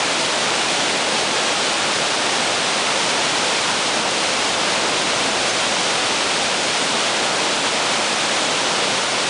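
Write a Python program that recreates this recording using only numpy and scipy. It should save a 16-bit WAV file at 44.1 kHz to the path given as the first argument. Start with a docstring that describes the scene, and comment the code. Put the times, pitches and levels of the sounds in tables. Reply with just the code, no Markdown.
"""A tall waterfall plunges into a pool in a rock canyon, heard from the bank, alike in both channels.
Throughout, clouds of air driven under water roar: noise in octave bands that churn separately.
Single bubbles ring as short rising tones, and random drop clicks plus noise make the hiss of spray.
The flow is very even; a faint deep rumble of low noise swells until 5 s, ebbs until 7.8 s and grows again.
Near 5.5 s one tiny peep, a sine that falls slightly in pitch, sounds through."""
import sys
import numpy as np
from scipy import signal
from scipy.fft import rfft, irfft
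from scipy.io import wavfile

SR = 44100
rng = np.random.default_rng(int(sys.argv[2]) if len(sys.argv) > 2 else 0)


def generate_wav(sig):
    """Save sig (samples, or channels by samples) to the path in sys.argv[1] as 16-bit PCM at SR."""
    pcm = np.round(np.clip(np.atleast_2d(sig).T, -1, 1) * 32767).astype(np.int16)
    wavfile.write(sys.argv[1], SR, pcm)


N = 409688  # length in samples, about 9.29 s


def undb(db):
    """Turn decibels into a gain."""
    return 10 ** (np.asarray(db) / 20)


def unit(x):
    """Scale a sound to an average strength (rms) of 1."""
    return x / np.sqrt(np.mean(x ** 2))


def curve(rows):
    """Join rows of (t/s, value) by straight lines, one value per sample."""
    times, values = np.transpose(rows)
    return np.interp(np.arange(N) / SR, times, values)


def bins():
    """Give the frequency of each spectral bin in Hz, at least 1 so that its logarithm exists."""
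    return np.maximum(np.arange(N // 2 + 1) * SR / N, 1)


def colour(x, points):
    """Shape the tone by (f/Hz, level/dB) points, joined on a log-frequency axis."""
    hz, db = np.transpose(points)
    level_db = np.interp(np.log(bins()), np.log(hz), db)
    return irfft(rfft(x) * undb(level_db), N)


def cut(x, hz, kind, order):
    """Smoothly remove what lies above (kind "low") or below (kind "high") a frequency."""
    return signal.sosfilt(signal.butter(order, hz, kind, fs=SR, output="sos"), x)


def walk(rate):
    """Wander smoothly by chance with rms 1, changing about rate times a second."""
    spectrum = rfft(rng.standard_normal(N))
    slow = spectrum * np.exp(-(bins() / rate) ** 2)
    return unit(irfft(slow, N))


def rumble(low_hz=52, high_hz=90):
    """The largest air pockets heave in the pool: a narrow band of deep noise that swells and ebbs."""
    # Level of the deep rumble over time: t/s, level/dB
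    rumble_level = [(0, -56.5), (3, -56.5), (5, -50.5), (7.8, -60), (9.29, -55)]
    heave = cut(rng.standard_normal(N), low_hz, "high", order=3)
    heave = unit(cut(heave, high_hz, "low", order=4))
    return heave * undb(curve(rumble_level))


def peep(at_s=5.49, start_hz=6350, end_hz=6230, fall_s=.012, attack_s=.005, decay_s=.02, level_db=-19):
    """One thin, high peep, perhaps a small bird: a sine that slides down, swells and fades."""
    t = np.maximum(np.arange(N) / SR - at_s, 0)  # time since the peep began
    hz = end_hz + (start_hz - end_hz) * np.exp(-t / fall_s)
    swell = (1 - np.exp(-t / attack_s)) * np.exp(-t / decay_s)
    tone = np.sin(2 * np.pi * np.cumsum(hz) / SR)
    return undb(level_db) * swell * tone  # the swell keeps the peak below level_db


def spray(drops_per_s=12000, range_db=18, far_db=2, flutter_db=0.38, flutter_hz=14, edge_hz=1800):
    """Near drops tick on water and rock; far ones and their echoes off the walls blur into smooth hiss."""
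    # Tone colour of the spray: f/Hz, level/dB
    spray_colour = [(880, -31), (1500, 2), (1930, -2), (3390, -2), (5480, -6.5), (9800, -14), (12700, -42),
                    (21600, -120)]
    lands = rng.random(N) < drops_per_s / SR  # true at each sample where a drop lands
    sign = rng.choice([-1, 1], N)
    strength = undb(-range_db * rng.random(N))
    near = unit(lands * sign * strength)
    far = undb(far_db) * rng.standard_normal(N)  # far_db is relative to the near drops
    hiss = cut(colour(near + far, spray_colour), edge_hz, "high", order=5)
    return unit(hiss) * undb(flutter_db * walk(flutter_hz))


def bubbles(count=6000, low_hz=440, high_hz=1450, cycles=16, glide=0.099, range_db=14):
    """Single bubbles ring at the surface, rising in pitch as they fade."""
    out = np.zeros(N + SR)  # spare room for the last rings
    for when, pitch, depth in rng.random((count, 3)):
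        hz = low_hz * (high_hz / low_hz) ** pitch
        length = min(int(cycles / hz * SR), SR)
        t = np.arange(length) / SR
        age = t * hz / cycles  # 0 at the start, about 1 at the end
        tone = np.sin(2 * np.pi * hz * t * (1 + glide * age / 2))
        fade = np.exp(-np.log(100) * age)  # down by 40 dB at age 1
        start = int(when * N)
        out[start:start + length] += tone * fade * undb(-range_db * depth)
    return unit(cut(out[:N], low_hz / 2, "high", order=2))  # small bubbles radiate no bass


def plunge(churn_db=0.4, churn_hz=12, low_hz=92, edge_hz=1800):
    """Bubble clouds of every size pulse under the jet; each octave of sizes churns by itself."""
    # Tone colour of the plunge: f/Hz, level/dB
    plunge_colour = [(53, -45), (90, -13.5), (150, -7), (242, -2.5), (381, -2.5), (567, 0.5), (917, -0.5),
                     (1080, -2.5), (1420, -2.5), (1930, -10.5), (2400, -6.5), (3120, -33), (5280, -120)]
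    clouds = rfft(rng.standard_normal(N))
    octave = np.clip(np.log2(bins() / 100), 0, 4)  # octaves above 100 Hz; the end bands take the rest
    roar = 0
    for k in range(5):
        share = np.maximum(1 - abs(octave - k), 0)  # neighbouring bands overlap
        band = irfft(clouds * share, N)
        roar = roar + band * undb(churn_db * walk(churn_hz))
    roar = cut(colour(roar, plunge_colour), low_hz, "high", order=4)
    return unit(cut(roar, edge_hz, "low", order=5))


def scene(plunge_db=-23, spray_db=-21.5, bubble_db=-14, surge_db=0.06, surge_per_s=.7):
    """Steady roar and hiss surge slightly with the flow, over the deep rumble; both channels are alike."""
    flow = undb(surge_db * walk(surge_per_s))  # slow chance surging shared by roar and hiss
    deep = rumble()
    hiss = spray() * undb(spray_db)
    # bubble_db is relative to the plunge; plunge_db sets the two together
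    roar = unit(plunge() + undb(bubble_db) * bubbles()) * undb(plunge_db)
    return np.tile(flow * (roar + hiss) + deep + peep(), (2, 1))


def record(dry, top_hz=10030):
    """The recorder cuts the top steeply: a low-pass with 0.1 dB ripple, 75 dB down beyond its edge."""
    return signal.sosfilt(signal.ellip(14, .1, 75, top_hz, fs=SR, output="sos"), dry)


dry = scene()
out = record(dry)
generate_wav(out)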